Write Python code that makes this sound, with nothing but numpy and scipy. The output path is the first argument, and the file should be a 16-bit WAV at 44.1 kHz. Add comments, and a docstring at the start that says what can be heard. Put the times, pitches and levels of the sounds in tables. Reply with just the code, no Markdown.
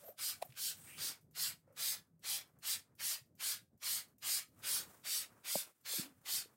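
"""In a small, quiet room, a trigger spray bottle is pumped sixteen times at a wall.
Each pull starts with a faint plastic tick, then a coarse jet breaks into fine mist as the pressure
peaks, and the trigger ticks back. A heavy jacket rustles as cloth slides on cloth, and the hand-held
microphone takes a few dull bumps and snaps. Underneath lie a low rumble and, early on, a faint hum."""
import sys
import numpy as np
from scipy import signal
from scipy.fft import rfft, irfft
from scipy.io import wavfile
from scipy.ndimage import uniform_filter1d

SR = 44100
rng = np.random.default_rng(int(sys.argv[2]) if len(sys.argv) > 2 else 0)


def materialize(psi):
    """Save the field psi as 16-bit PCM at rate SR to the path in sys.argv[1].

    A 1-D psi becomes a single channel; in a 2-D psi each row is a channel.
    """
    bounded = np.clip(np.atleast_2d(psi).T, -1, 1)
    quanta = np.round(bounded * 32767).astype(np.int16)
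    wavfile.write(sys.argv[1], SR, quanta)


N = 289296

# Decay of the room: (frequency [Hz], time to fall 60 dB [s])
ROOM_DECAY = [(200, 0.33), (1500, 0.2), (5000, 0.18), (10000, 0.19), (16000, 0.16)]
# Colour of the room tone: (frequency [Hz], relative level [dB])
RUMBLE_SPECTRUM = [(20, -21.5), (50, -9.5), (100, 4), (170, 0.5), (260, -3.5), (420, -12), (600, -14.5),
                   (900, -28.5), (1600, -36.5), (2600, -50.5), (5000, -43.5), (16000, -54.5)]
# The rumble swells twice and dips once: (centre time [s], half-width [s], gain [dB])
RUMBLE_RIDES = [(1.149, .35, 4.5), (4.85, 0.11, 8), (5.76, 0.095, -19)]
# Movements of the jacket: (centre time [s], length [s], swish level [dB], rub level [dB])
JACKET_MOVES = [(0.022, 0.28, -62, -71), (.42, 0.32, -66, -79), (0.896, 0.47, -57.5, -74.5),
                (1.08, 0.28, -73, -67.5), (1.87, 0.49, -93, -75), (2.47, 0.33, -89, -76),
                (2.888, 0.12, -97, -80), (4.076, .14, -85, -75), (4.796, 0.6, -63.5, -65.5),
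                (5.33, 0.61, -80, -74), (5.67, 0.11, -67, -69), (5.75, 1.5, -81.5, -90.5),
                (6.01, 0.27, -74, -64), (6.42, 0.7, -78, -77.5)]
# The cloth's bright swish and soft rub: (frequency [Hz], relative level [dB])
SWISH_SPECTRUM = [(500, -6.5), (2000, -3.5), (4500, -6), (7000, -2.5), (8500, 1), (10500, -1), (13000, -1),
                  (16000, 1)]
RUB_SPECTRUM = [(100, 2.5), (300, 9.5), (800, 5.5), (1300, 7), (2300, -4.5), (3500, -22), (6000, -16.5),
                (16000, -30.5)]
# Quick sleeve slides: (time [s], length [s], level [dB], start pitch [Hz], end pitch [Hz],
# half-bandwidth [Hz])
SLEEVE_SLIDES = [(.034, 0.099, -56.5, 13300, 13300, 1300), (0.444, 0.027, -59, 13600, 13800, 1500),
                 (0.737, .31, -63, 8360, 8890, 800), (0.844, .17, -60, 1950, 3120, 582)]
# Dull bumps on the microphone: (peak time [s], level [dB], pitch [Hz], swell [s], decay [s])
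MIC_BUMPS = [(.037, -56.5, 598, 0.016, 0.044), (.09, -48.5, 620, 0.016, .018),
             (.4268, -30.5, 735, 0.0032, 0.0019), (.46, -57.5, 678, 0.032, .008),
             (.495, -54.5, 130, .0042, 0.027), (1.678, -62.5, 533, .002, .01),
             (1.706, -62.5, 547, .003, 0.028), (3.219, -59.5, 118, 0.0057, 0.015),
             (5.556, -28.5, 582, .0016, 0.0038), (5.559, -38.5, 197.9, 0.0018, .005),
             (5.939, -49, 638, 0.0038, 0.0044), (5.988, -48.5, 333, .005, 0.017),
             (5.998, -37.5, 188, .004, 0.0028), (6.06, -55.5, 266, .04, 0.042),
             (6.459, -55, 447, .0012, .0028)]
# Short side modes of every bump: (pitch [multiple of the bump's], relative level [dB], decay [s])
BUMP_SIDE_MODES = [(.8, -14, .003), (1.36, -12, 0.0025)]
# Small handling snaps: (time [s], level [dB], low-pass cutoff [Hz])
HANDLING_SNAPS = [(.4185, -51, 17000), (0.4235, -41, 17000), (.503, -59, 5000), (0.523, -54.5, 5000),
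                  (.54, -58, 5000), (0.553, -58, 5000)]
# Colours of a handling snap and of the trigger's tick: (frequency [Hz], relative level [dB])
SNAP_SPECTRUM = [(300, -24), (1000, -22.5), (1700, 3.5), (2600, 8), (4200, 5), (6000, -2), (8500, 4),
                 (16000, -1.5)]
TICK_SPECTRUM = [(500, -13), (2500, -12), (4500, -16.5), (6000, -3), (8300, -1), (10500, -1), (14300, 5.5),
                 (16000, -2)]
# Colours of the coarse jet and of the fine mist: (frequency [Hz], relative level [dB])
JET_SPECTRUM = [(100, -35.5), (400, -16), (700, -11), (1000, -9), (1500, -3.5), (2200, -2), (3300, -2.5),
                (4500, -2), (6000, -6), (10000, -12.5), (16000, -13)]
MIST_SPECTRUM = [(500, -46.5), (1800, -19), (3000, -3.5), (3900, 1.5), (4650, 6), (5400, 3.5), (6200, 0),
                 (7400, -0.5), (8400, 1.5), (9600, -2), (11000, -2.5), (13000, -2), (15000, -4),
                 (16000, -7.5)]
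# Pulls of the trigger: (time [s], length [s], base level [dB], jet trim [dB],
# treble lift as the nozzle turns [dB], base tick level [dB])
TRIGGER_PULLS = [(0.195, 0.15, -41, 2.4, 4, -77.5), (0.573, 0.17, -40.5, -1.4, 2.5, -71),
                 (.987, .15, -41.5, 3.5, 1.5, -71), (1.365, 0.16, -40.1, 2, 3.1, -69.5),
                 (1.78, 0.19, -39.5, 2, 3, -74.5), (2.248, 0.16, -39.5, 2, 2, -74.5),
                 (2.642, .14, -39, 2.4, 3, -68.5), (3.006, 0.17, -40, 2.5, 3.5, -70),
                 (3.407, .165, -39.5, 2, 3, -71.5), (3.83, 0.19, -40, 3, 3.5, -76),
                 (4.237, 0.18, -39, 4, 4, -66), (4.645, .18, -39.5, 3.5, 4.5, -63),
                 (5.054, 0.19, -40.5, 2.5, 4, -70), (5.459, .183, -41, 2.9, 4.5, -82),
                 (5.866, 0.18, -42, 4.5, 4, -72), (6.269, 0.16, -39.5, 2, 3.5, -73)]

RUMBLE_DB = -75
HUM_HZ, HUM_DB, HUM_FROM_S, HUM_TO_S, HUM_FADE_S = 156.6, -74, 0.7, 2.65, 0.071
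STILL_SWISH_DB, STILL_RUB_DB = -92.5, -96.5  # the cloth never quite rests
TICK_LEAD_S, RETURN_LAG_S, RETURN_SPREAD_S, RETURN_DB, RETURN_SPREAD_DB = 0.054, 0.07, 0.014, -76, 5
JET_LEAD_S, JET_ATTACK_S, JET_STOPS_EARLY_S, JET_RELEASE_S = 0.0073, 0.0056, 0.0088, 0.017
MIST_LAG_S, MIST_ATTACK_S, MIST_STOPS_EARLY_S, MIST_RELEASE_S = 0.011, 0.009, 0.02, 0.0135
JET_TRIM_DB, MIST_TRIM_DB = -10.5, 0.56
MIST_SWELL_DB, JET_SAG_DB = 7.5, 2  # at peak pressure more of the jet turns into mist
WALL_ECHO_MS, WALL_ECHO_GAIN = (0.3, 1.25), -0.078  # the delay changes with the aim
LOW_CUT_HZ, HIGH_CUT_HZ = 62, 15950


def gain_of(db):
    """Decibels to amplitude."""
    return 10 ** (np.asarray(db) / 20)


def unit_rms(x):
    """Scales to rms 1."""
    return x / np.sqrt(np.mean(x ** 2) + 1e-20)


def curve_at(points, hz):
    """Reads a table on a log-frequency axis."""
    freqs, values = np.transpose(points)
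    return np.interp(np.log(hz + 1), np.log(freqs + 1), values)


def add(mix, time, sound):
    """Mixes a sound in at a time in seconds."""
    start = round(time * SR)
    sound = sound[max(-start, 0):]
    part = mix[max(start, 0):][:len(sound)]
    part += sound[:len(part)]


def noise(spectrum, size):
    """Noise of rms 1 with the given colour."""
    colour = gain_of(curve_at(spectrum, np.fft.rfftfreq(size, 1 / SR)))
    return unit_rms(irfft(rfft(rng.standard_normal(size)) * colour, size))


def wander(hz, size):
    """Smooth random modulation of rms 1, rolled off above hz."""
    rolloff = 1 + (np.fft.rfftfreq(size, 1 / SR) / hz) ** 4
    return unit_rms(irfft(rfft(rng.standard_normal(size)) / rolloff, size))


def gate(t, start, stop, attack, release):
    """Attack, hold and release with rounded corners."""
    return (1 + np.tanh((t - start) / attack / 2)) * (1 + np.tanh((stop - t) / release / 2)) / 4


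def room(x, wet_db, size=16384):
    """Direct sound plus a fresh diffuse tail, as heard from one position in the room."""
    hz, t, bands = signal.stft(rng.standard_normal(size), SR, nperseg=256)
    decay = gain_of(-60 * t / curve_at(ROOM_DECAY, hz)[:, None])
    tail = signal.istft(bands * decay, SR, nperseg=256)[1]
    tail *= np.minimum(np.arange(len(tail)) / SR / 0.0007, 1)
    response = gain_of(wet_db) * tail / np.linalg.norm(tail)
    response[0] += 1
    return signal.fftconvolve(x, response / np.linalg.norm(response))


def room_tone():
    """A bed of uneven low rumble, with a wavering hum that fades in and out."""
    t = np.arange(N) / SR
    ride_db = sum(db * np.exp(-((t - centre) / width) ** 2) for centre, width, db in RUMBLE_RIDES)
    rumble = noise(RUMBLE_SPECTRUM, N) * gain_of(RUMBLE_DB + ride_db + 3.75 * wander(9, N))
    hum_level = gain_of(HUM_DB + 6.3 * wander(11, N))
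    hum_level *= gate(t, HUM_FROM_S, HUM_TO_S, HUM_FADE_S, HUM_FADE_S)
    hum_hz = HUM_HZ + 4 * wander(12, N)
    return rumble + hum_level * np.sin(2 * np.pi * np.cumsum(hum_hz) / SR)


def jacket():
    """Cloth sliding on cloth: a grainy swish over a softer rub, swelling with each movement."""
    t = np.arange(N) / SR
    swish, rub = gain_of(STILL_SWISH_DB), gain_of(STILL_RUB_DB)
    for centre, length, swish_db, rub_db in JACKET_MOVES:
        swell = np.maximum(1 - (2 * (t - centre) / length) ** 2, 0) ** 1.28
        swish = swish + gain_of(swish_db) * swell
        rub = rub + gain_of(rub_db) * swell
    catching = gain_of(1.5 * wander(50, N))
    folds = gain_of(2.2 * wander(16, N))  # folds make the rub lumpy
    return catching * (swish * noise(SWISH_SPECTRUM, N) + folds * rub * noise(RUB_SPECTRUM, N))


def sleeve():
    """The weave hisses in a narrow band, which sweeps upward when the arm speeds up."""
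    out = np.zeros(N)
    for time, length, db, start_hz, end_hz, width_hz in SLEEVE_SLIDES:
        size = int(length * SR)
        phase = 2 * np.pi * np.cumsum(np.linspace(start_hz, end_hz, size)) / SR
        band = wander(width_hz, size) * np.cos(phase) + wander(width_hz, size) * np.sin(phase)
        add(out, time, gain_of(db) * band * np.sin(np.linspace(0, np.pi, size)))
    return out


def click(db, spectrum, decay, size=4096):
    """A noise burst with an instant attack and an exponential tail."""
    return gain_of(db) * noise(spectrum, size) * np.exp(-np.arange(size) / SR / decay)


def bump(time, db, hz, swell, decay, size=12000):
    """A damped, unsteady ring swells as the hand presses and dies as it lets go: (start, sound)."""
    t = (np.arange(size) - size // 2) / SR
    cycles = np.cumsum(hz * (1 + 0.084 * wander(100, size))) / SR
    cycles -= cycles[size // 2]
    ring = np.exp(np.minimum(t / swell, -t / decay)) * np.sin(2 * np.pi * cycles)
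    for ratio, mode_db, mode_decay in BUMP_SIDE_MODES:
        ring += gain_of(mode_db) * np.exp(-abs(t) / mode_decay) * np.sin(2 * np.pi * ratio * cycles)
    return time + t[0], gain_of(db) * ring


def handling():
    """Bumps and snaps right at the microphone, almost dry."""
    out = np.zeros(N)
    for row in MIC_BUMPS:
        add(out, *bump(*row))
    for time, db, cutoff_hz in HANDLING_SNAPS:
        lowpass = signal.butter(2, cutoff_hz, fs=SR)
        add(out, time, signal.lfilter(*lowpass, click(db, SNAP_SPECTRUM, decay=0.0047)))
    return room(out, wet_db=-27.5)[:N]


def tick(db):
    """A short plastic tick; the piston then scrapes on briefly."""
    attack = click(db + 3.5, TICK_SPECTRUM, decay=0.0031)
    scrape = click(db - 3, TICK_SPECTRUM, decay=0.025)
    return room(attack + scrape, wet_db=-4.5)


def trigger():
    """The trigger takes up its slack before each pull and springs back after it."""
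    out = np.zeros(N)
    scatter = rng.standard_normal((len(TRIGGER_PULLS), 2))
    for (time, length, *_, tick_db), (lateness, force) in zip(TRIGGER_PULLS, scatter):
        add(out, time - TICK_LEAD_S, tick(tick_db))
        return_time = time + length + RETURN_LAG_S + RETURN_SPREAD_S * lateness
        add(out, return_time, tick(RETURN_DB + RETURN_SPREAD_DB * force))
    return out


def close_reflections(x, strength, count=7, size=300):
    """A few faint echoes off hand, bottle and sleeve, new with each pose of the arm."""
    taps = np.zeros(size)
    taps[rng.integers(size // 10, size, count)] = strength * rng.choice([-1, 1], count)
    taps[0] = 1
    return signal.fftconvolve(x, taps / np.linalg.norm(taps))


def jet(t, length, pressure, jet_db):
    """The coarse jet runs through the whole pull and sags as the pressure peaks."""
    envelope = gate(t, -JET_LEAD_S, length - JET_STOPS_EARLY_S, JET_ATTACK_S, JET_RELEASE_S)
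    hiss = noise(JET_SPECTRUM, len(t)) * envelope
    drops_db = 0.73 * wander(350, len(t))  # large drops leave unevenly
    sputter_db = 1.2 * wander(40, len(t))
    return hiss * gain_of(JET_TRIM_DB + jet_db - JET_SAG_DB * pressure + drops_db + sputter_db)


def mist(t, length, pressure):
    """Fine, bright mist forms only while the pressure is high, and swells with it."""
    detune = 1 + 0.0068 * rng.standard_normal()  # no two squeezes ring the nozzle quite alike
    envelope = gate(t, MIST_LAG_S, length - MIST_STOPS_EARLY_S, MIST_ATTACK_S, MIST_RELEASE_S)
    hiss = noise(np.array(MIST_SPECTRUM) * [detune, 1], len(t)) * envelope
    return hiss * gain_of(MIST_TRIM_DB - MIST_SWELL_DB * (1 - pressure))


def spray_cone(hiss, treble_db):
    """The fluttering liquid cone shifts the colour in patches; the nozzle's aim lifts the treble."""
    hz, _, bands = signal.stft(hiss, SR, nperseg=512)
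    patches = uniform_filter1d(rng.standard_normal(bands.shape), size=5, axis=0)
    patches = unit_rms(uniform_filter1d(patches, size=9, axis=1))
    shelf_db = curve_at([(6000, 0), (9000, treble_db)], hz)[:, None]
    return signal.istft(bands * gain_of(2.0 * patches + shelf_db), SR, nperseg=512)[1][:len(hiss)]


def spray(time, length, db, jet_db, treble_db, size=20000):
    """One arc of pressure drives jet and mist, and the wall's echo combs the hiss: (start, sound)."""
    preroll_s = 0.06
    t = np.arange(size) / SR - preroll_s
    pressure = np.sin(np.pi * np.clip(t / length, 0, 1))
    hiss = gain_of(db) * (jet(t, length, pressure, jet_db) + mist(t, length, pressure))
    hiss = spray_cone(hiss, treble_db)
    wall_echo = WALL_ECHO_GAIN * np.interp(t - rng.uniform(*WALL_ECHO_MS) / 1000, t, hiss)
    return time - preroll_s, room(close_reflections(hiss + wall_echo, strength=0.12), wet_db=-10.5)


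def scene():
    """Room tone, cloth, handling and sprays; one microphone feeds both channels."""
    mix = room_tone() + jacket() + sleeve() + trigger() + handling()
    for *pull, _ in TRIGGER_PULLS:
        add(mix, *spray(*pull))
    return np.array([mix, mix])


def record(dry):
    """The microphone's bass roll-off, then a steep high cut."""
    low_cut = signal.butter(2, LOW_CUT_HZ, "high", fs=SR, output="sos")
    high_cut = signal.firwin(511, HIGH_CUT_HZ, window=("kaiser", 9), fs=SR)
    return signal.oaconvolve(signal.sosfilt(low_cut, dry), high_cut[None], "same")


dry = scene()
out = record(dry)
materialize(out)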